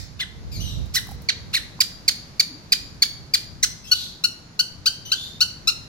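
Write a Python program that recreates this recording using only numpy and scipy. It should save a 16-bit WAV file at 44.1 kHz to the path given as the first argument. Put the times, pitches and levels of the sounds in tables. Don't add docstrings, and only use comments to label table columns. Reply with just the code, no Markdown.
import sys
import numpy as np
from scipy import signal
from scipy.fft import rfft, irfft, next_fast_len
from scipy.io import wavfile
from scipy.ndimage import uniform_filter1d

SR = 44100
rng = np.random.default_rng(int(sys.argv[2]) if len(sys.argv) > 2 else 0)


def pcm_store(signal):
    levels = np.round(np.clip(np.atleast_2d(signal), -1, 1) * 32767)
    wavfile.write(sys.argv[1], SR, levels.astype(np.int16).T)


def boost_factor(decibels):
    exponent = np.asarray(decibels, float) / 20
    return 10 ** exponent


N = 259294
LEAD_IN = SR // 5
M = N + LEAD_IN

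# start_s, length_ms, start_pitch_hz, crest_pitch_hz, level_db
RASP_RISES = [
    (.188, 29, 1200, 2200, -26.5),
    (.935, 32, 950, 1800, -22),
    (1.527, 33, 1000, 2750, -19.5),
]
RASP_FALLS = [
    (.209, 34, 2000, 2080, -28),
    (.961, 31, 1850, 2050, -20.5),
    (1.56, 25, 2300, 2030, -22),
]
DROPS = [(1.803, 23, 2550, 2330, -13.5), (2.078, 23, 2580, 2300, -13.5), (2.395, 20.5, 2255, 2430, -12.5),
         (2.7197, 22, 2300, 2470, -12.5), (3.020, 22.5, 2200, 2330, -12), (3.336, 24, 2360, 2400, -14)]
WIDE_DROPS = [(-.06, 37.5, 1500, 2600, -23), (1.286, 21.5, 2380, 2220, -17), (3.627, 25, 1800, 2090, -14.5)]
ARCHES = [(3.913, 27, 1400, 1530, -13), (4.2375, 25, 1290, 1520, -16), (4.591, 25, 1300, 1570, -15.5),
          (4.857, 32, 1150, 1640, -15.5), (5.1165, 29, 1250, 1640, -17), (5.405, 32, 1240, 1560, -14),
          (5.672, 33, 1240, 1440, -15.5)]
RISE_PATH = (.15, .56, .01, .01)
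FALL_PATH = (.99, .99, .13, .36)
DROP_PATH = (.99, .99, .3, .58)
WIDE_PATH = (.99, .99, .25, .46)
ARCH_PATH = (.6, .99, .01, .18)
# attack_ms, fade_db, roughness_0_to_1, low_end_db
RISE_VOICE = (20, -13, .31, 1.5)
FALL_VOICE = (1.8, 6, .19, 9)
DROP_VOICE = (3.1, 14, .21, .1)
WIDE_VOICE = (1.8, .5, .28, 4)
ARCH_VOICE = (1.8, -2.5, .15, -.5)
# time_s, beak_stretch_ratio, treble_db, left_minus_right_db
HEAD_TURNS = [(-.06, 1.2, .1, -1.5), (.19, .78, -2.5, -4.5), (.935, 1.2, 6.5, -12), (.961, .96, 7, -5),
              (1.29, .96, -13, -13), (1.55, .9, 3, -6.5), (1.8, 1.06, 2.5, -12.5), (2.4, 1.02, -1, -11),
              (3.34, 1.03, .5, -7), (3.63, 1.28, -.2, -7), (3.91, .99, .1, -5), (4.86, 1.03, -.5, -4.2),
              (5.12, .92, -4.5, -4.5), (5.41, 1.01, -1.2, -4), (5.67, 1.02, -3.5, -4)]
# freq_hz, level_db
SHRIKE_THROAT = [(500, -60), (950, -21), (1430, -17.5), (2300, -13), (3000, -5.5), (3700, -4), (4500, 2.7),
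                 (5200, -6), (6100, -8.5), (7570, -15.5), (9900, -16), (12500, -18.5), (16500, -23.5)]
# start_s, length_ms, start_pitch_hz, end_pitch_hz, level_db
FAR_SYLLABLES = [(.513, 79.7, 2510, 1880, -46), (.598, 38.2, 2740, 3220, -42), (.635, 90, 2950, 2640, -52),
                 (.64, 128, 3826, 3640, -49), (3.837, 42.4, 2620, 2530, -50.5),
                 (3.865, 52.5, 3040, 3380, -47.5), (3.941, 121.1, 4501, 3950, -41),
                 (3.945, 89, 3400, 3240, -48), (5.048, 36, 2950, 2900, -43.5), (5.09, 30, 2290, 1820, -50),
                 (5.15, 158.4, 3380, 3600, -44.5), (5.2, 90, 4350, 4280, -50)]
# freq_hz, level_db
FAR_THROAT = [(1500, -27), (2300, -16.5), (3000, -5), (3800, 1.3), (5000, -5), (6200, -5), (7600, -15.5),
              (9200, -17), (10500, -17), (12000, -12), (14000, -21), (16500, -35)]
# delay_left_ms, delay_right_ms, level_left_db, level_right_db
ECHOES = [(3.204, 2.6, -11.5, -31.5), (7.505, 7.5, -30.5, -14), (12.2, 4.9, -29, -13.5),
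          (16.88, 27, -17.5, -17), (25.9, 23, -43, -27.5), (31.7, 31, -26, -19.5)]
# freq_hz, t60_s
YARD_T60 = [(1000, 1), (2500, 0.47), (5000, 0.58), (8000, 0.44), (14000, 0.36)]
# freq_hz, left_minus_right_db
PORT_BALANCE = [(60, 4.0), (110, 0.0), (200, -1.5), (380, -1.5), (700, -5), (1290, 12), (2380, 1),
                (4400, 10.5), (8120, 1.5), (15000, 6)]
# freq_hz, left_lead_rad
PORT_LEAD = [(1, 1), (1380, 1.44), (1980, 1), (3190, 2.5), (3620, 2.4), (4130, 1.23), (5340, 0.95),
             (6370, 2), (7670, 2), (11900, 5), (15200, 4.5), (16500, 41)]
# time_s, tick_db, knock_pitch_hz, knock_db, left_minus_right_db
CLAWS = [(0.7794, -57, 600, -63, -3.0),
         (0.8594, -43, 695, -46, -2.5),
         (1.0694, -32, 1130, -44, -1.5),
         (1.0899, -35, 814, -35, -3.0),
         (1.1114, -33, 854, -42, -2),
         (1.1174, -33, 785, -35, -4),
         (1.2191, -35.5, 616, -44, -3.5),
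         (1.792, -62, 1020, -34.5, .1)]
# peak_s, peak_db, die_by_10db_s, left_minus_right_db
GUSTS = [(0, -40, .03, -20), (.16, -47, .1, -15), (.47, -42, .07, 8), (.6, -30, .13, -10),
         (.8, -28.5, .08, -6), (.98, -37, .08, -2), (1.17, -37.5, .09, -9), (1.5, -40.5, .25, -3),
         (2.08, -48, .1, 2), (2.86, -43.5, .14, -5), (3.22, -46, .07, -12), (3.5, -48, .06, 8),
         (3.68, -42, .12, 9), (4.01, -45.5, .07, 9), (4.8, -52, .06, 15), (5.06, -49, .1, 10),
         (5.42, -48, .07, 5), (5.67, -45, .06, 8), (5.82, -52, .08, 10)]
# freq_hz, level_db
WIND_COLOUR = [(12, -43), (20, -68), (46, 3), (93, 2), (198, -11), (398, -27), (455, -27), (490, -29.5),
               (700, -31.5), (910, -63), (1540, -120)]
# start_s, length_s, pitch_hz, level_db, unsteadiness_hz
TONES = [
    (.2, 0.64, 462.1, -57.5, 7.6),
    (1.08, 0.39, 468.5, -53.5, 9.2),
    (2.476, 0.11, 307, -43.5, 32),
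    (2.688, 0.3, 7100, -60, 6.2),
    (4.354, 0.24, 6975, -65, 6),
]
# freq_hz, level_db
TOWN_COLOUR = [(41, -7), (70, -2.5), (146, 2.5), (480, -14), (1550, -20.5), (1820, -22), (3300, -26),
               (4440, -20.5), (7030, -28.5), (8440, -41), (9250, -37), (13700, -39), (16800, -58)]
# freq_hz, level_under_neighbours_db
MASKED = [(2000, -25), (5000, -16), (8500, -4.5), (14000, -1.5)]


def curve(points, hz):
    at, value = np.transpose(points)
    return np.interp(np.log(np.maximum(hz, 1)), np.log(np.maximum(at, 1)), value)


def shape(x, response):
    size = next_fast_len(x.shape[-1])
    hz = np.arange(size // 2 + 1) * SR / size
    return irfft(rfft(x, size) * response(hz), size)[..., :x.shape[-1]]


def unit(x):
    return x / np.sqrt(np.mean(x ** 2, axis=-1, keepdims=True))


def wobble(size, rate):
    k = max(int(SR / rate), 1)
    return unit(uniform_filter1d(uniform_filter1d(rng.standard_normal(size), k), k))


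def add(track, s, sound):
    i = int(s * SR) + LEAD_IN
    track[..., i:i + sound.shape[-1]] += sound


def pan(left_minus_right_db):
    return boost_factor(np.array([[left_minus_right_db], [-left_minus_right_db]]) / 2)


def syllable(ms, pitch_hz, db, attack_ms, fade_db, rough, colour):
    t = np.arange(8192) / SR
    u = np.minimum(t * 1e3 / ms, 1)
    glide = np.interp(u, [0, 1 / 3, 2 / 3, 1], pitch_hz)
    hz = uniform_filter1d(glide, int(ms * SR / 4000), mode="nearest")
    phase = 2 * np.pi * np.cumsum(hz * (1 + 0.095 * rough * wobble(len(t), 1002))) / SR

    k = np.arange(1, 15)[:, None]
    audible = k * hz < .45 * SR
    tiring = boost_factor(-1.7 * k * u)
    stack = np.sum(np.cos(k * phase + .3 * k ** 2) * audible * tiring, axis=0)
    onset = np.exp(-t * 1e3 / attack_ms)
    breath = rough * (1.7 + 6 * onset) * rng.standard_normal(len(t))
    source = (1 + .7 * rough * wobble(len(t), 500)) * stack + breath

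    swell = (1 - onset) ** 2 * boost_factor(-fade_db * u) * np.maximum(1 - u ** 4.7, 0) ** 0.87
    sound = np.roll(shape(np.roll(swell * source, 64), colour), -64)
    return boost_factor(db) * sound / np.sqrt(np.sum(sound ** 2) / (ms / 1e3 * SR))


def shrike():
    near, mouth = np.zeros((2, M)), np.zeros(M)
    head_s, *head = np.transpose(HEAD_TURNS)
    kinds = [(RASP_RISES, RISE_PATH, RISE_VOICE), (RASP_FALLS, FALL_PATH, FALL_VOICE),
             (DROPS, DROP_PATH, DROP_VOICE), (WIDE_DROPS, WIDE_PATH, WIDE_VOICE),
             (ARCHES, ARCH_PATH, ARCH_VOICE)]
    for notes, (early, late, sag, sag_end), (attack_ms, fade_db, rough, low_db) in kinds:
        for s, ms, start_hz, crest_hz, db in notes:
            climb_hz = (crest_hz - start_hz) * np.array([0, early, late, 1])
            pitch_hz = start_hz + climb_hz - crest_hz * np.array([0, 0, sag, sag_end])
            beak, bright_db, pan_db = (np.interp(s, head_s, column) for column in head)
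            tilt = [(2600, low_db), (3600, 0.015), (6500, 0.012), (10000, bright_db)]
            colour = lambda f: boost_factor(curve(SHRIKE_THROAT, f / beak) + curve(tilt, f))
            sound = syllable(ms, pitch_hz, db, attack_ms, fade_db, rough, colour)
            add(near, s, sound * pan(pan_db))
            add(mouth, s, sound)
    return near, mouth


def far_bird():
    far = np.zeros(M)
    bow, attack_ms, fade_db_per_s = .03, 5, 30
    base_rough, strain_hz, strain_per_khz = .26, 3450, .65
    for s, ms, start_hz, end_hz, db in FAR_SYLLABLES:
        pitch_hz = np.linspace(start_hz, end_hz, 4) * (1 + bow * np.array([0, 1, 1, 0]))
        strain = strain_per_khz * max(start_hz - strain_hz, 0) / 1e3
        rough = min(base_rough + strain, 1)
        fade_db = fade_db_per_s * ms / 1e3
        colour = lambda f: boost_factor(curve(FAR_THROAT, f))
        add(far, s, syllable(ms, pitch_hz, db, attack_ms, fade_db, rough, colour))
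    return far


def ports(left_right):
    def half(f):
        lead_rad = np.interp(f, *np.transpose(PORT_LEAD))
        return boost_factor(curve(PORT_BALANCE, f) / 2) * np.exp(.5j * lead_rad)
    return np.array([shape(left_right[0], half), shape(left_right[1], lambda f: 1 / half(f))])


def reverb_tails():
    porch_t60_s, yard_rise_ms = 0.27, 15.3
    t = np.arange(SR) / SR
    noise = rng.standard_normal((2, 2, SR))
    yard = np.zeros((2, SR))
    for centre in 700 * 2 ** np.arange(0, 4.6, .5):
        band = lambda f: np.clip(1 - np.abs(2 * np.log2(np.maximum(f, 1) / centre)), 0, 1)
        yard += shape(noise[0], band) * boost_factor(-60 * t / curve(YARD_T60, centre))
    yard = yard * (1 - np.exp(-t * 1e3 / yard_rise_ms))
    porch = noise[1] * boost_factor(-60 * t / porch_t60_s) * np.minimum(t / 0.0019, 1)
    return unit(porch) / np.sqrt(SR), unit(yard) / np.sqrt(SR)


def echo(x, pattern):
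    return signal.fftconvolve(x[None], pattern, axes=1)[:, :M]


def birds():
    near, mouth = shrike()
    far = far_bird()
    porch, yard = reverb_tails()
    walls = boost_factor(-12) * porch + boost_factor(-16.5) * yard
    for *ms, left_db, right_db in ECHOES:
        walls[[0, 1], (np.array(ms) * SR / 1e3).astype(int)] += boost_factor(np.array([left_db, right_db]))
    direct = ports(near + boost_factor(3.5) * far)
    return direct + echo(mouth, walls) + echo(far, porch + boost_factor(4) * yard)


def claws():
    out, t = np.zeros((2, M)), np.arange(2048) / SR
    for s, tick_db, hz, knock_db, pan_db in CLAWS:
        scrape = np.diff(rng.standard_normal((2, len(t) + 1)))
        tick = scrape * (np.exp(-t / 0.002) + 0.25 * np.exp(-t / 0.035))
        knock = np.sin(2 * np.pi * hz * t) * np.exp(-t / .004)
        add(out, s, (boost_factor(tick_db - 9.5) * tick + boost_factor(knock_db + 1.5) * knock) * pan(pan_db))
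    return out


def wind():
    t = (np.arange(M) - LEAD_IN) / SR
    eddies = unit(shape(rng.standard_normal((2, M)), lambda f: boost_factor(curve(WIND_COLOUR, f))))
    side = np.array([[.5], [-.5]])
    gust = boost_factor(-60)
    for s, db, die_s, pan_db in GUSTS:
        gust = gust + boost_factor(db + side * pan_db - 10 * np.abs(t - s) / die_s)
    flutter_db = 1.52 * np.array([wobble(M, 8.1), wobble(M, 8.1)])
    return gust * boost_factor(flutter_db) * eddies


def tones():
    out = np.zeros(M)
    for s, length_s, hz, db, unsteady_hz in TONES:
        size = int(length_s * SR)
        phase = 2 * np.pi * np.cumsum(hz + unsteady_hz * wobble(size, 32)) / SR
        add(out, s, boost_factor(db) * np.sin(phase) * np.hanning(size) ** .5)
    return out


def town():
    level_db, alike_below_hz = -47, 910
    mid, side = rng.standard_normal((2, M))
    colour = lambda f: boost_factor(curve(TOWN_COLOUR, f))
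    apart = shape(side, lambda f: colour(f) * np.clip(f / alike_below_hz, .25, 1))
    both = shape(mid, colour) + apart * np.array([[1], [-1]])
    return boost_factor(level_db + 1.5 + 0.9 * wobble(M, 1)) * unit(both)


def scene():
    return (birds() + claws() + tones() + wind() + town())[:, LEAD_IN:]


def thin(x):
    faint_db, sudden_db = -95, 8
    hz, _, z = signal.stft(x, SR, nperseg=2048)
    band = np.mean(np.abs(z[:, :1024].reshape(2, 64, 16, -1)) ** 2, axis=(0, 2))
    around = uniform_filter1d(band, size=9, axis=0)
    unmasked = band > around * boost_factor(2 * curve(MASKED, hz[8:1024:16, None]))
    keep = unmasked & (band > boost_factor(2 * faint_db))
    total = band[4:].sum(axis=0)
    keep |= total > boost_factor(2 * sudden_db) * np.roll(total, 2)
    keep = np.repeat(keep, 16, axis=0) | (hz[:1024, None] < 1700)
    z[:, :1024] *= keep
    return signal.istft(z, SR, nperseg=2048)[1][:, :N]


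def roll_off(x):
    return signal.sosfilt(signal.butter(12, 16980, fs=SR, output="sos"), x)


def record(dry):
    rounded = np.tanh(.4 * dry) / .4
    top_cut = signal.cheby2(12, 50, 16900, fs=SR, output="sos")
    mix = thin(signal.sosfilt(top_cut, rounded))
    return roll_off(mix)


dry = scene()
out = record(dry)
pcm_store(out)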